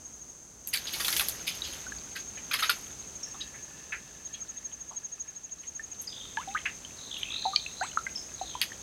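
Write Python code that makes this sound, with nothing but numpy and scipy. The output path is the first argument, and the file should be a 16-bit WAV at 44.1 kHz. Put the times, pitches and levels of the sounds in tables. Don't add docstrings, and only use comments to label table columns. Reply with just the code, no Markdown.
import sys
import numpy as np
from scipy import signal
from scipy.fft import rfft, irfft
from scipy.io import wavfile
from scipy.ndimage import uniform_filter1d

SR = 44100
rng = np.random.default_rng(int(sys.argv[2]) if len(sys.argv) > 2 else 0)


def store_pcm(level_fs):
    pcm = np.round(np.clip(level_fs, -1, 1) * 32767).astype(np.int16)
    wavfile.write(sys.argv[1], SR, np.atleast_2d(pcm).T)


N = 388962
TIME = np.arange(N) / SR

# time in seconds, relative level in dB.
CREEK_LEVEL = [(0.0, -57.5), (0.56, -60), (1.03, -51.5), (2.46, -54.5), (2.58, -53), (5.5, -61.5),
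               (6.31, -55), (8.82, -54)]
# frequency in Hz, relative level in dB.
CURRENT_COLOUR = [(20, -23), (42, -4.5), (58, 3.5), (100, -3.5), (200, -2.5), (500, -9), (1300, -15.5),
                  (4500, -35), (9000, -21.5), (16000, -39.5)]
WIDTH_COLOUR = [(30, -23), (60, 6), (250, 9.5), (700, -1.5), (8000, -44.5)]
CHORUS_COLOUR = [(4000, -23.5), (5600, -18), (6000, -9), (6280, 1.5), (6550, -2), (6850, -11.5),
                 (8000, -19.5), (10000, -32), (16000, -33)]
SPRAY_COLOUR = [(4000, -7.5), (6000, 6.5), (8300, -6.5), (9700, 5), (10400, -3), (11200, 6.5),
                (14500, -5.5), (16000, -18)]
CALL_COLOUR = [(1100, -60), (1750, 5), (2250, -35), (2650, 0), (3300, -29.5)]
# first and last chirp in seconds, level at a chirp's top in dB.
TRILLS = [(.060, 0.3, -42.5), (.694, 3.64, -42), (4.263, 6.002, -36.5), (7.737, 8.5, -42)]
# start in seconds, level in dB, swell in seconds,
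# lowest bubble in Hz, spray against the slosh in dB.
SLOSHES = [ (.671, -49, 0.0011, 1560, 17.5), (.729, -26, 0.012, 1500, -4), (.933, -31.5, .006, 2190, -4.5),
           (.997, -30, 0.0083, 950, -5), (1.046, -29, 0.0015, 2250, -1.5), (1.081, -27, 0.0015, 1006, -4),
           (1.126, -28, .0005, 1400, -4), (1.165, -28.5, 0.00048, 2090, 3), (1.195, -25, 0.00079, 1310, -4),
           (1.207, -29.5, .0025, 800, -4), (1.284, -34.5, .001, 3380, 6), (1.466, -28.5, 0.013, 2090, -8),
           (1.54, -43, .01, 2700, -4), (1.622, -38, 0.031, 2720, -15), (1.726, -44, 0.0063, 2600, -4.5),
           (2.152, -36, 0.0097, 1500, -11.5), (2.51, -29, 0.0047, 1140, -13),
           (2.532, -24.5, 0.0068, 1040, -8.5), (2.586, -30, 0.0092, 1215, -4.5),
           (2.622, -24.5, 0.011, 980, -12.5), (2.693, -22, 0.0042, 1020, -8.5),
           (6.014, -59.5, 0.0022, 3000, 18.5), (7.18, -62, .002, 3000, 12), (8.614, -23, 0.0014, 1775, -9)]
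# peak time in seconds, trickle level in dB, spray level in dB.
PADDLE_SHOWERS = [(1.12, -43.5, -35.5), (1.7, -49, -54), (2.7, -53.5, -51.5)]
# start in seconds, relative level in dB, pitch in Hz,
# seconds to fade by 60 dB.
DROPS = [ (.773, -23.5, 4620, .01), (1.62, -24.5, 3980, .016), (1.866, -38.5, 1520, .06),
         (1.921, -32, 1720, 0.027), (1.985, -41, 4700, .02), (2.165, -37.5, 1602, 0.053),
         (2.625, -26, 1323, .06), (2.695, -20.5, 1460, 0.034), (3.413, -33, 3920, .05),
         (4.345, -43, 3350, .07), (5.795, -35, 1814, .06), (6.371, -14.5, 3000, 0.0014),
         (6.372, -27, 1723, 0.047), (6.548, -28, 1260, 0.092), (6.576, -25.5, 2000, .012),
         (6.849, -36, 3190, 0.023), (7.167, -34.5, 2900, .03), (7.232, -17, 3200, .008),
         (7.453, -24.5, 880, .05), (7.457, -28.5, 770, 0.14), (7.533, -33.5, 1220, 0.091),
         (7.561, -10, 4590, .011), (7.56, -23, 3230, 0.024), (7.562, -29.5, 2440, 0.036),
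         (7.663, -28, 2700, .019), (7.916, -39, 3050, .02), (7.973, -14.5, 1350, 0.019),
         (8.066, -27, 2100, 0.03), (8.067, -32.5, 1606, 0.038), (8.413, -26, 764, 0.035),
         (8.552, -27.5, 1000, 0.027), (8.719, -34.5, 1850, 0.023)]
# start in seconds, level in dB, centre pitch in Hz.
AIR_POCKETS = [(.867, -32.5, 3760), (2.37, -42.5, 2230), (3.34, -46, 990), (3.403, -38, 3700),
               (3.54, -47.5, 1720), (3.921, -29.5, 1910), (4.339, -46.5, 3200), (4.907, -46, 862),
               (5.63, -52, 2330), (6.653, -26.5, 2056)]
# time in seconds, level in dB.
CHATTER_LEVEL = [(2.8, -83), (3.4, -58), (5.9, -73), (7, -71)]
# start in seconds, starting pitch in Hz, relative level in dB.
CHIP_NOTES = [(3.226, 6170, -39), (6.069, 5370, -38), (7.828, 8640, -44), (8.152, 5820, -35)]
# start and length in seconds, first and last pitch in Hz,
# relative level in dB.
SONG_NOTES = [(6.08, 0.18, 3494, 3420, -44.5), (6.95, 0.17, 4010, 3700, -49),
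              (7.087, 0.094, 3600, 3390, -38), (7.191, 0.17, 2290, 2755, -44.5),
              (7.28, 0.13, 3360, 4077, -37), (7.405, .09, 3720, 4200, -36.5),
              (7.515, 0.13, 4200, 3740, -42.5), (7.762, 0.058, 3845, 4150, -44),
              (8.339, 0.26, 4085, 3020, -47.5)]
# start in seconds, relative level in dB, pitch in Hz, seconds to surface.
BIG_BUBBLES = [(6.373, -33.5, 897, 0.063), (6.475, -39, 780, .24), (6.553, -28.5, 1500, 0.028),
               (7.811, -31, 1500, 0.038), (7.812, -31.5, 724, 0.043)]


def from_db(db):
    return 10 ** (np.asarray(db) / 20)


def rms_one(x):
    return x / np.sqrt(np.mean(x ** 2) + 1e-20)


def in_time(rows):
    return np.interp(TIME, *np.transpose(rows))


def add(track, s, sound):
    at = max(0, round(s * SR))
    track[at:at + len(sound)] += sound[:max(0, N - at)]


def coloured(x, spectrum):
    hz, db = np.transpose(spectrum)
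    bins = np.fft.rfftfreq(len(x), 1 / SR) + 1
    gain = from_db(np.interp(np.log(bins), np.log(hz), db))
    return rms_one(irfft(rfft(x) * gain, len(x)))


def wander(size, per_s):
    place = TIME[:size] * per_s
    knots = signal.resample_poly(rng.standard_normal(int(place[-1]) + 2), 10, 1)
    return np.interp(10 * place, np.arange(len(knots)), knots)


def grains(size, per_s, spread_db):
    strength = from_db(spread_db * np.minimum(rng.exponential(1, size), 4)) * rng.choice([-1, 1], size)
    return strength * (rng.random(size) < per_s / SR)


def evened(x, window_s):
    return x / np.sqrt(np.abs(uniform_filter1d(x ** 2, int(window_s * SR) + 1)) + 1e-9)


def woods(x, t60, first_echo_s):
    t = TIME[:SR]
    echo = rng.standard_normal(SR) * from_db(-60 * t / t60) * (1 - np.exp(-(t / first_echo_s) ** 2))
    return signal.fftconvolve(x, echo / np.linalg.norm(echo))[:N]


def current():
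    murmur = coloured(rng.standard_normal(N), CURRENT_COLOUR)
    width = coloured(rng.standard_normal(N), WIDTH_COLOUR)
    return from_db(in_time(CREEK_LEVEL) + 1.5) * (murmur + from_db(-14.5) * width * [[1], [-1]])


def insect_chorus():
    creek_db = in_time(CREEK_LEVEL)
    level_db = -48 + .92 * (creek_db - creek_db.mean())
    return from_db(level_db) * coloured(rng.standard_normal(N), CHORUS_COLOUR)


def cricket(period_s=.0792, top_hz=6570, droop_hz=230, half_length_s=.0125, waver_hz=70, uneven_db=2):
    out = np.zeros(N)
    t = np.arange(-SR // 40, SR // 40) / SR
    stroke = t / half_length_s
    for first, last, level_db in TRILLS:
        for s in np.linspace(first, last, round((last - first) / period_s) + 1):
            waver = rms_one(uniform_filter1d(rng.standard_normal(len(t)), size=130))
            hz = top_hz - droop_hz * np.minimum((stroke + .15) ** 2, 2) + waver_hz * waver
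            shape = np.exp(-stroke ** 2) * from_db(level_db + uneven_db * rng.standard_normal())
            add(out, s + t[0], shape * np.sin(2 * np.pi * np.cumsum(hz) / SR))
    return np.sqrt(2) * out


def bubble_cloud(size, per_s, spread_db, band_hz, cycles, tilt, pitches):
    low_hz, high_hz = band_hz
    clicks = grains(size, per_s, spread_db)
    dealt = rng.integers(0, pitches, size)
    out = np.zeros(size)
    for k, place in enumerate((np.arange(pitches) + rng.random(pitches)) / pitches):
        w = 2 * np.pi * low_hz * (high_hz / low_hz) ** place / SR
        r = np.exp(-np.log(1000) * w / (2 * np.pi * cycles))
        kicks = clicks * (dealt == k) + 1e-18
        out += w ** tilt * signal.lfilter([0, np.sin(w)], [1, -2 * r * np.cos(w), r * r], kicks)
    low_cut = signal.butter(2, low_hz / np.sqrt(2), "high", fs=SR, output="sos")
    return rms_one(signal.sosfilt(low_cut, out))


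def slosh_shape(swell_s, t60, slap_s=.0015, clump_db=1):
    t = TIME[:SR // 4]
    slap = 1 + 1.3 * np.exp(-t / slap_s)
    shape = slap * np.minimum(t / swell_s, 1) * from_db(-60 * np.maximum(t - swell_s, 0) / t60)
    clumped = shape * from_db(clump_db * wander(len(t), per_s=348))
    return clumped * np.linalg.norm(shape) / np.linalg.norm(clumped)


def folded_air(size, band_hz):
    cloud = bubble_cloud(size, per_s=3300, spread_db=3, band_hz=band_hz, cycles=51, tilt=1, pitches=18)
    return evened(cloud, window_s=.00505)


def splashes(top_hz=5216):
    out = np.zeros(N)
    for s, level_db, swell_s, low_hz, spray_db in SLOSHES:
        shape = slosh_shape(swell_s, t60=.095 + 6 * swell_s)
        size = len(shape)
        fizz = bubble_cloud(size, per_s=2200, spread_db=2, band_hz=(7000, 16500),
                            cycles=120, tilt=1, pitches=14)
        crackle = rms_one(from_db(4.5 * wander(size, per_s=450)))
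        spray = from_db(spray_db) * crackle * evened(coloured(fizz, SPRAY_COLOUR), window_s=.0069)
        add(out, s, from_db(level_db) * shape * (folded_air(size, (low_hz, top_hz)) + spray))
    return out


def runoff(rise_s=.34, fall_s=.21, spray_width_s=.1, wetting_s=.1):
    flow, mist = np.zeros(N), np.zeros(N)
    for s, trickle_db, spray_db in PADDLE_SHOWERS:
        flow += from_db(trickle_db) * np.exp(-((TIME - s) / np.where(TIME < s, rise_s, fall_s)) ** 2)
        mist += from_db(spray_db) / np.cosh((TIME - s) / spray_width_s)
    ripples = from_db(in_time(CREEK_LEVEL) - 3.5)
    trickle = bubble_cloud(N, per_s=2200, spread_db=3, band_hz=(1400, 5630),
                           cycles=12.6, tilt=1, pitches=14)
    burble = bubble_cloud(N, per_s=500, spread_db=2, band_hz=(368, 1500), cycles=6.2, tilt=.67, pitches=8)
    drips = bubble_cloud(N, per_s=12, spread_db=2, band_hz=(1100, 4200), cycles=35, tilt=.5, pitches=12)
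    droplets = grains(N, per_s=6000 * mist / mist.max(), spread_db=3) * np.sqrt(mist)
    spray = np.sqrt(np.mean(mist ** 2)) * coloured(droplets, SPRAY_COLOUR)
    streams = np.hypot(flow, ripples) * (trickle + from_db(-9) * burble)
    wet_paddle = np.clip((TIME - SLOSHES[0][0]) / wetting_s, 0, 1)
    return wet_paddle * (streams + spray + from_db(-5) * ripples * drips)


def bubble(level_db, pitch_hz, t60, surface_s, flat_share=.037, pinch_s=.0065):
    t = TIME[:SR // 4]
    rise = (t / surface_s) ** 2
    hz = pitch_hz * (1 - flat_share * np.exp(-t / pinch_s)) * (1 + rise)
    alive = np.exp(-(rise / 1.3) ** 2)
    shape = (1 - np.exp(-t * pitch_hz)) * from_db(-60 * t / t60) * alive
    return 2 * from_db(level_db) * shape * np.sin(2 * np.pi * np.cumsum(hz) / SR)


def plops():
    out = np.zeros(N)
    for s, level_db, hz, t60 in DROPS:
        add(out, s, bubble(level_db, hz, t60, surface_s=.6))
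    return out


def gurgles(pitch_ratio=1.36):
    out = np.zeros(N)
    for s, level_db, hz in AIR_POCKETS:
        shape = slosh_shape(swell_s=.006, t60=.145)
        bubbles = folded_air(len(shape), (hz / pitch_ratio, hz * pitch_ratio))
        add(out, s, from_db(level_db) * shape * bubbles)
    return out


def bird_chatter():
    calls = coloured(rng.standard_normal(N), CALL_COLOUR)
    flicker = rms_one(from_db(2.5 * wander(N, 16) + 2.5 * wander(N, 45)))
    return from_db(in_time(CHATTER_LEVEL)) * calls * flicker


def whistle(hz, level_db):
    shape = signal.windows.tukey(len(hz), .5)
    return np.sqrt(2) * from_db(level_db) * shape * np.sin(2 * np.pi * np.cumsum(hz) / SR)


def near_bird(chip_s=.0191, end_ratio=.817):
    out = np.zeros(N)
    fall = np.linspace(1, end_ratio, int(chip_s * SR))
    for s, start_hz, level_db in CHIP_NOTES:
        add(out, s, whistle(start_hz * fall, level_db + 4.5) * np.hanning(len(fall)))
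    return out + from_db(-3) * woods(out, t60=.28, first_echo_s=.0058)


def far_songbird(buzz_hz=52):
    out = np.zeros(N)
    for s, length, start_hz, end_hz, level_db in SONG_NOTES:
        size = int(length * SR)
        buzz = np.sin(2 * np.pi * buzz_hz * TIME[:size] + wander(size, 60))
        waver = 1 + .02 * buzz + .055 * wander(size, 1100) + .035 * wander(size, 70)
        hz = np.linspace(start_hz, end_hz, size) * waver
        add(out, s, whistle(hz, level_db) * (1 + buzz) ** 2 / 2)
    return from_db(-2.5) * out + from_db(-3) * woods(out, t60=.67, first_echo_s=.0053)


def bloops(ring_cycles=164, spatter_db=-48.5, spatter_peak_s=.024):
    out = np.zeros(N)
    age = TIME[:SR // 4] / spatter_peak_s
    for s, level_db, hz, surface_s in BIG_BUBBLES:
        add(out, s, bubble(level_db, hz, ring_cycles / hz, surface_s))
        spatter = bubble_cloud(len(age), per_s=260, spread_db=3, band_hz=(1900, 4230),
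                               cycles=52, tilt=.39, pitches=8)
        add(out, s, from_db(spatter_db) * age * np.exp(1 - age) * spatter)
    return out


def scene():
    water = splashes() + gurgles() + plops() + bloops() + runoff()
    water += from_db(-12.5) * woods(water, t60=.17, first_echo_s=.0023)
    wildlife = cricket() + near_bird() + far_songbird() + bird_chatter() + insect_chorus()
    return water + wildlife + current()


def record(dry, cutoff_hz=15900):
    return signal.sosfilt(signal.ellip(10, .1, 80, cutoff_hz, fs=SR, output="sos"), dry)


dry = scene()
out = record(dry)
store_pcm(out)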